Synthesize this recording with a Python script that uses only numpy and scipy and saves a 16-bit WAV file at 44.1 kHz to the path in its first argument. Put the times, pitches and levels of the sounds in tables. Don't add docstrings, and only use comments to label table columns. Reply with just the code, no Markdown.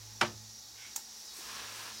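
import sys
import numpy as np
from scipy import signal
from scipy.fft import rfft, irfft
from scipy.io import wavfile
from scipy.ndimage import uniform_filter1d

SR = 44100
rng = np.random.default_rng(int(sys.argv[2]) if len(sys.argv) > 2 else 0)


def gain_from_db(level_db):
    decades = np.asarray(level_db, float) / 20
    return 10 ** decades


def log_audio(samples):
    frames = np.atleast_2d(samples).T
    limited = np.clip(frames, -1, 1)
    pcm = np.round(limited * 32767).astype(np.int16)
    wavfile.write(sys.argv[1], SR, pcm)


N = 88200


def at_hz(points, hz):
    table_hz, value = np.transpose(points)
    return np.interp(np.log(hz + 1e-9), np.log(table_hz), value)


def rms_one(x):
    return x / np.sqrt(np.mean(x ** 2) + 1e-20)


def noise():
    return rng.standard_normal(N)


def colour(x, spectrum):
    size = 4096
    hz = np.arange(size // 2 + 1) * SR / size
    first_hz, first_db = spectrum[0]
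    ends = [(first_hz / 2, first_db - 20)] + list(spectrum)
    cepstrum = irfft(np.log(gain_from_db(at_hz(ends, hz))), size)
    cepstrum[1:size // 2] *= 2
    cepstrum[size // 2 + 1:] = 0
    response = irfft(np.exp(rfft(cepstrum)), size)
    return signal.fftconvolve(x, rms_one(response) / np.sqrt(size))[:len(x)]


def drift(rate_hz):
    r = np.exp(-2 * np.pi * rate_hz / SR)
    settled = signal.lfilter([1], [1, -2 * r, r * r], rng.standard_normal(2 * N))[N:]
    return rms_one(settled)


def peak(x, hz, width_hz):
    r = np.exp(-np.pi * width_hz / SR)
    poles = [1, -2 * r * np.cos(2 * np.pi * hz / SR), r * r]
    return signal.lfilter([(1 - r * r) / 2, 0, (r * r - 1) / 2], poles, x)


def ring(s, db, hz, t60):
    clicks = np.full(N, 1e-18)
    clicks[(np.atleast_1d(s) * SR).astype(int)] = gain_from_db(db)
    r = gain_from_db(-60 / (max(t60, .003) * SR))
    w = 2 * np.pi * hz / SR
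    return signal.lfilter([0, np.sin(w)], [1, -2 * r * np.cos(w), r * r], clicks)


def burst(start, rise, t60):
    t = np.arange(N) / SR - start
    return np.clip(t / rise, 0, 1) ** 2 * gain_from_db(-60 * np.clip(t - rise, 0, 2) / t60)


def place(x, pan):
    tilt = at_hz(pan, np.arange(N // 2 + 1) * SR / N) / 2
    return irfft(rfft(x) * gain_from_db(np.array([tilt, -tilt])), N)


def fan_hum():
    t = np.arange(N) / SR
    # time in seconds, hum level in dB
    hum_levels = [(0, -55), (.2, -58), (.36, -53.5), (.5, -60.5), (.56, -70.5), (.9, -70.5), (1.0, -100),
                  (1.38, -83), (1.5, -69), (1.74, -64), (2, -71)]
    # time in seconds, level in dB
    beat_levels = [(0, -81), (.15, -64), (.4, -63.5), (.62, -70.5), (.74, -90), (.88, -69), (1.0, -70),
                   (1.28, -72), (1.38, -79), (1.55, -63), (1.72, -73.5), (1.82, -88), (1.92, -61), (2, -61)]
    hum_db = np.interp(t, *np.transpose(hum_levels))
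    mains_db = -75 + 0.65 * (hum_db - hum_db.mean()) + 1.8 * drift(17)
    hum = np.sqrt(2) * gain_from_db(hum_db) * np.sin(2 * np.pi * 108 * t)
    mains = gain_from_db(mains_db) * np.sin(2 * np.pi * 58.7 * t)
    beat = gain_from_db(np.interp(t, *np.transpose(beat_levels))) * np.sin(2 * np.pi * 217 * t)
    return hum + mains + beat


def fan_chirps():
    t = np.arange(N) / SR
    # time in seconds, level in dB
    turns = [
        (.57, -61),
        (1.254, -53),
        (1.945, -52),
    ]
    # frequency in Hz, level in dB, lag in seconds, hold in seconds
    lines = [(3450, -10, .045, .015), (3845, -3, .012, .04), (4205, -10, .045, .03), (4411, -5, .025, .085),
             (4475, -12, .05, .05), (4610, -11, .05, .03), (4795, -5, .01, .025), (5160, -5, -.008, .04),
             (6140, -5, -.006, .005)]
    rise_s, fall_s = 0.0095, 0.053
    out = np.zeros(N)
    for hz, line_db, lag, hold in lines:
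        corners = np.cumsum([0, rise_s, hold, fall_s])
        shape = sum(gain_from_db(db) * np.interp(t - s - lag, corners, [0.13, 1.0, 1.0, 0.23]) for s, db in turns)
        tone = np.sin(2 * np.pi * hz * t + 1.2 * drift(30))
        out += shape * gain_from_db(line_db + 2 * drift(40)) * tone
    return out


def fan():
    t = np.arange(N) / SR
    # time in seconds, rumble level in dB, hiss level in dB
    load = [
        (0, -59, -55.5),
        (.5, -60, -53.5),
        (.7, -59, -55),
        (.92, -60, -53),
        (1.0, -61, -54),
        (1.15, -59.5, -52.5),
        (1.24, -58.5, -51.5),
        (1.32, -58.5, -54),
        (1.4, -55.5, -51),
        (2, -57.5, -52.5),
    ]
    # frequency in Hz, density in dB per Hz
    air = [(35, -16.5), (60, -1.5), (130, -14.5), (300, -9.5), (1800, -16.5), (2400, -16.5), (8000, -14),
           (16000, -16.5)]
    # frequency in Hz, density in dB per Hz
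    hiss_spectrum = [(3300, -19), (3500, -13), (4500, -7), (5500, -3), (6200, -5.5), (7300, -8),
                     (7900, -17), (8200, -49.5)]
    # frequency in Hz, width in Hz, level in dB
    edges = [(5490, 45, -12), (5655, 35, -13), (5720, 150, -6), (5785, 35, -13), (5950, 60, -15),
             (6680, 80, -15)]
    # frequency in Hz, width in Hz, level in dB
    overtones = [(852.3, 35, -74.5), (1882, 42, -76.5), (753, 44, -77.5)]
    # frequency in Hz, left minus right in dB
    room_pan = [(60, -6), (500, -1.5), (1000, -14), (15000, -7.5)]
    s, rumble_db, hiss_db = np.transpose(load)
    whistling = sum(gain_from_db(db + 2 * drift(5.7)) * rms_one(peak(noise(), hz, width)) for hz, width, db in edges)
    hiss = gain_from_db(np.interp(t, s, hiss_db) + 0.16 * drift(3.9)) * (colour(noise(), hiss_spectrum) + whistling)
    out = gain_from_db(np.interp(t, s, rumble_db)) * colour(noise(), air) + fan_hum()
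    for hz, width_hz, db in overtones:
        out += gain_from_db(db) * rms_one(peak(peak(noise(), hz, width_hz), hz, width_hz))
    return place(out, room_pan) + hiss + fan_chirps()


def knock_ringing():
    # time in seconds, strength in dB
    strikes = [
        (.2105, -11),
        (.2131, 0),
        (.2166, -4),
    ]
    # frequency in Hz, level in dB, t60 in seconds, lag in seconds
    body_modes = [(224.3, -11.5, 0.26, 0.00578), (355, -7, 0.2, 0.0039), (502.4, -26, 0.13, .008),
                  (604, -9, 0.11, 0.022), (772, -7, 0.11, 0.00075), (876, -19.5, 0.3, 0.00782),
                  (930, -3, 0.075, .013), (1149, -9.5, 0.12, 0.019), (1265, -21, 0.29, .006),
                  (1560, -14, 0.18, 0.00593), (1763, -16, 0.23, .006), (2330, -11, 0.1, 0.011),
                  (3084, -10, 0.13, .004), (4312, -37, 0.13, 0.0095)]
    # frequency in Hz, level in dB, t60 in seconds
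    clip_modes = [(775, -7, 0.025), (1264, 6, .028), (1398, 0, 0.017), (1740, 0.5, 0.015),
                  (2390, -9.5, 0.037), (3200, -19, 0.037), (4120, -23, 0.012), (4500, -12, 0.022),
                  (5300, -2.5, 0.036), (6800, -23, .015), (9030, -12, .01)]
    body_db, clip_db = -24.5, -24
    hardest_s = strikes[1][0]
    out = np.zeros(N)
    for k, (hz, db, t60, lag) in enumerate(body_modes):
        out += ring(hardest_s + lag, db + body_db, hz, t60) * (-1) ** k
    at, strength = np.transpose(strikes)
    for k, (hz, db, t60) in enumerate(clip_modes):
        out += ring(at + 1 / hz, db + clip_db + strength, hz, t60) * (-1) ** k
    return out


def knock_tail(start_s):
    # frequency in Hz, density in dB per Hz
    spectrum = [(47, -33), (80, -4.5), (180, -10), (355, -5.5), (909, -2.5), (2280, -2.5), (5240, -10.5),
                (9000, -24.5), (15000, -43)]
    # frequency in Hz, t60 in seconds
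    decay = [(100, 0.48), (500, 0.26), (2000, 0.18), (8000, 0.24)]
    swell_s, swell_cycles, tail_db = 0.0062, 2.3, -27.5
    white = rng.standard_normal((2, N))
    edges = 70 * 2 ** np.arange(0, 8, .75)
    tail = np.zeros(N)
    for k, (lo, hi) in enumerate(zip(edges, edges[1:])):
        band = signal.sosfilt(signal.butter(2, [lo, hi], "band", fs=SR, output="sos"), white[k % 2])
        t60 = at_hz(decay, np.sqrt(lo * hi))
        tail += band * gain_from_db(1.5 * drift(36)) * burst(start_s - swell_s / 2, swell_s + swell_cycles / hi, t60)
    return colour(gain_from_db(tail_db) * tail, spectrum)


def knock():
    # contact time in seconds, level in dB
    contacts = [(.2100, -27), (.2118, -25), (.2135, -16), (.2148, -15), (.2166, -14), (.2193, -20),
                (.2215, -23), (.2243, -23), (.2305, -23), (.2345, -24), (.2400, -27)]
    # frequency in Hz, density in dB per Hz
    crack_spectrum = [(500, -1.5), (1300, 3), (2000, -6), (3000, 11), (5400, -2), (7000, -7), (9500, -9),
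                      (15000, -21)]
    # frequency in Hz, left minus right in dB
    knock_pan = [(100, -2.5), (600, -2.1), (3100, -2.4), (3900, -.1), (6500, -.1), (7600, -2.5),
                 (14000, -4.5)]
    crack_db, crack_t60_s, centres_s = -10, .006, .232
    rise_s = crack_t60_s / 10
    crack = sum(gain_from_db(db + crack_db) * burst(s - rise_s, rise_s, crack_t60_s) for s, db in contacts)
    out = knock_ringing() + colour(crack * noise(), crack_spectrum) + knock_tail(contacts[0][0])
    late = np.clip((np.arange(N) / SR - centres_s) * 100, 0, 1)
    return place(out * (1 - late), knock_pan) + out * late


def soft_pat():
    # frequency in Hz, level in dB, t60 in seconds
    pat_modes = [(345, -52, .06), (395, -54, .06)]
    return sum(ring(1.386 + 1 / hz * np.arange(3), db - 6, hz, t60) for hz, db, t60 in pat_modes)


def snap():
    # frequency in Hz, density in dB per Hz
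    spectrum = [(500, -49), (1000, -21), (1500, -15), (3000, -15), (3800, -11), (6200, -2.5), (7320, 2.5),
                (9240, -12), (16000, -8)]
    # time in seconds, strength in dB
    touches = [
        (.9590, -6),
        (.9612, 0),
        (.9778, -1),
        (.9912, -8),
    ]
    # frequency in Hz, level in dB, t60 in seconds
    modes = [(890, -50, .06), (945, -57, .05), (835, -58, .1), (1810, -60, .08), (2205, -55, .04),
             (2600, -57, .04), (3800, -49, .025), (5250, -49, .02), (6650, -42, .03), (7350, -42, .03)]
    # frequency in Hz, left minus right in dB
    snap_pan = [(300, -2.5), (1000, -3), (2800, -4), (3600, -.1), (6700, -.1), (7600, -2.6), (12000, -5.5)]
    start_s, rise_s, t60_s, tail_t60_s = .9556, .0075, 0.034, .18
    snap_db, tail_db = -28.5, -13.5
    dulling_db = 2
    out = colour(gain_from_db(snap_db) * burst(start_s, rise_s, t60_s) * noise(), spectrum)
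    tail = gain_from_db(snap_db + tail_db) * burst(start_s, 2 * rise_s, tail_t60_s) * noise()
    at, strength = np.transpose(touches)
    late = at > start_s + 2 * rise_s
    for hz, db, t60 in modes:
        octaves = np.log2(hz / modes[0][0])
        out += ring(at, db + strength - late * dulling_db * octaves, hz, t60)
    return place(out + soft_pat(), snap_pan) + colour(tail, spectrum)


def grains():
    grains_per_s, spread_db = 5000, 2
    sizes = gain_from_db(spread_db * np.minimum(rng.exponential(1, N), 5)) * noise()
    born = rng.random(N) < grains_per_s * gain_from_db(1.2 * drift(40)) / SR
    return rms_one(sizes * born + 0.61 * noise())


def finger_rub():
    # frequency in Hz, width in Hz, level in dB
    rub_peaks = [(1510, 130, -5), (2170, 140, 2), (3200, 1000, -6)]
    # frequency in Hz, left minus right in dB
    rub_pan = [(1500, -5.5), (3000, -0.5), (4000, -6)]
    start_s, length_s, rub_db = 0.746, 0.19, -54.5
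    slips = grains()
    rub = sum(gain_from_db(db) * peak(slips, hz, w) * (-1) ** k for k, (hz, w, db) in enumerate(rub_peaks))
    shape = np.sin(np.pi * np.clip((np.arange(N) / SR - start_s) / length_s, 0, 1))
    return place(gain_from_db(rub_db) * shape * rms_one(rub), rub_pan)


def wig():
    t = np.arange(N) / SR
    # time in seconds, rub level in dB, brightness of the fine fibres in dB
    hands = [(0.32, -64.5, -1), (0.632, -77.5, -11), (0.848, -60.5, 6), (0.95, -64.5, 6), (0.96, -81, -10),
             (0.992, -59, 8), (1.054, -65.5, 8.5), (1.306, -63.5, 9), (1.382, -56.5, 12), (1.432, -53, 3.5),
             (1.568, -49.5, 0), (1.678, -51, -1.5), (1.76, -51.5, 4.5), (1.87, -52.5, 4.5), (2.0, -57, 2)]
    # frequency in Hz, density in dB per Hz
    cap_spectrum = [(88, -60), (150, -10), (405, -4.5), (777, -8), (1080, -5.5), (1680, -6), (1990, -3),
                    (5570, 0), (9000, -16), (11700, -40), (19800, -120)]
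    # frequency in Hz, width in Hz, level in dB
    cap_peaks = [(1070, 150, -10), (1330, 200, -12), (1650, 180, -9), (2560, 610, -17)]
    # time in seconds, level in dB
    press = [
        (1.3, -6),
        (1.44, -2),
        (1.5, 3),
        (1.56, 0),
        (1.62, 1),
        (1.68, 0),
        (1.76, 1),
        (1.9, 5),
        (1.94, -3),
    ]
    # frequency in Hz, density in dB per Hz
    fibre_spectrum = [(2500, -8), (5000, -34), (8000, 1), (12000, -6.5), (16000, -7.5)]
    # frequency in Hz, left minus right in dB
    wig_pan = [(600, -7), (1000, -1.6), (2000, -.8), (3000, 0), (14000, 0)]
    cap_db, fibre_db = 0.5, -6
    s, level, bright = np.transpose(hands)
    level, bright = np.interp(t, s, level), np.interp(t, s, bright)
    slide = grains()
    hollow = sum(gain_from_db(db) * rms_one(peak(slide, hz, width)) for hz, width, db in cap_peaks)
    pressed = gain_from_db(np.interp(t, *np.transpose(press))) * hollow
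    cap = gain_from_db(level + cap_db + .5 * drift(6.7)) * (colour(slide, cap_spectrum) + pressed)
    fibres = gain_from_db(level + bright + fibre_db) * colour(grains(), fibre_spectrum)
    return place(cap + fibres, wig_pan) + finger_rub()


def scene():
    return fan() + knock() + snap() + wig()


def low_pass(x):
    return signal.sosfilt(signal.butter(12, 16640, fs=SR, output="sos"), x)


def record(dry):
    least_db, band_hz, cutoff_hz = 1.8, 690, 15800
    hz, _, z = signal.stft(dry, SR, nperseg=1024)
    mono = z.mean(axis=0)
    band = np.where(hz < band_hz, hz * 4 // band_hz, 3 + hz // band_hz)
    gain = np.zeros(mono.shape)
    for k in np.unique(band):
        power = (np.abs(z[:, band == k]) ** 2).sum(axis=1)
        left, right = uniform_filter1d(power, size=4, axis=1)
        pan = 10 * np.log10(left / right)
        gain[band == k] = gain_from_db(pan * (np.abs(pan) > least_db))
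    pair = np.array([2 * gain * mono / (1 + gain), 2 * mono / (1 + gain)])
    x = signal.istft(pair, SR, nperseg=1024)[1][:, :N]
    x = signal.sosfilt(signal.butter(4, 45, "high", fs=SR, output="sos"), x)
    x = signal.sosfilt(signal.cheby2(12, 45, cutoff_hz + 700, fs=SR, output="sos"), x)
    return low_pass(x)


dry = scene()
out = record(dry)
log_audio(out)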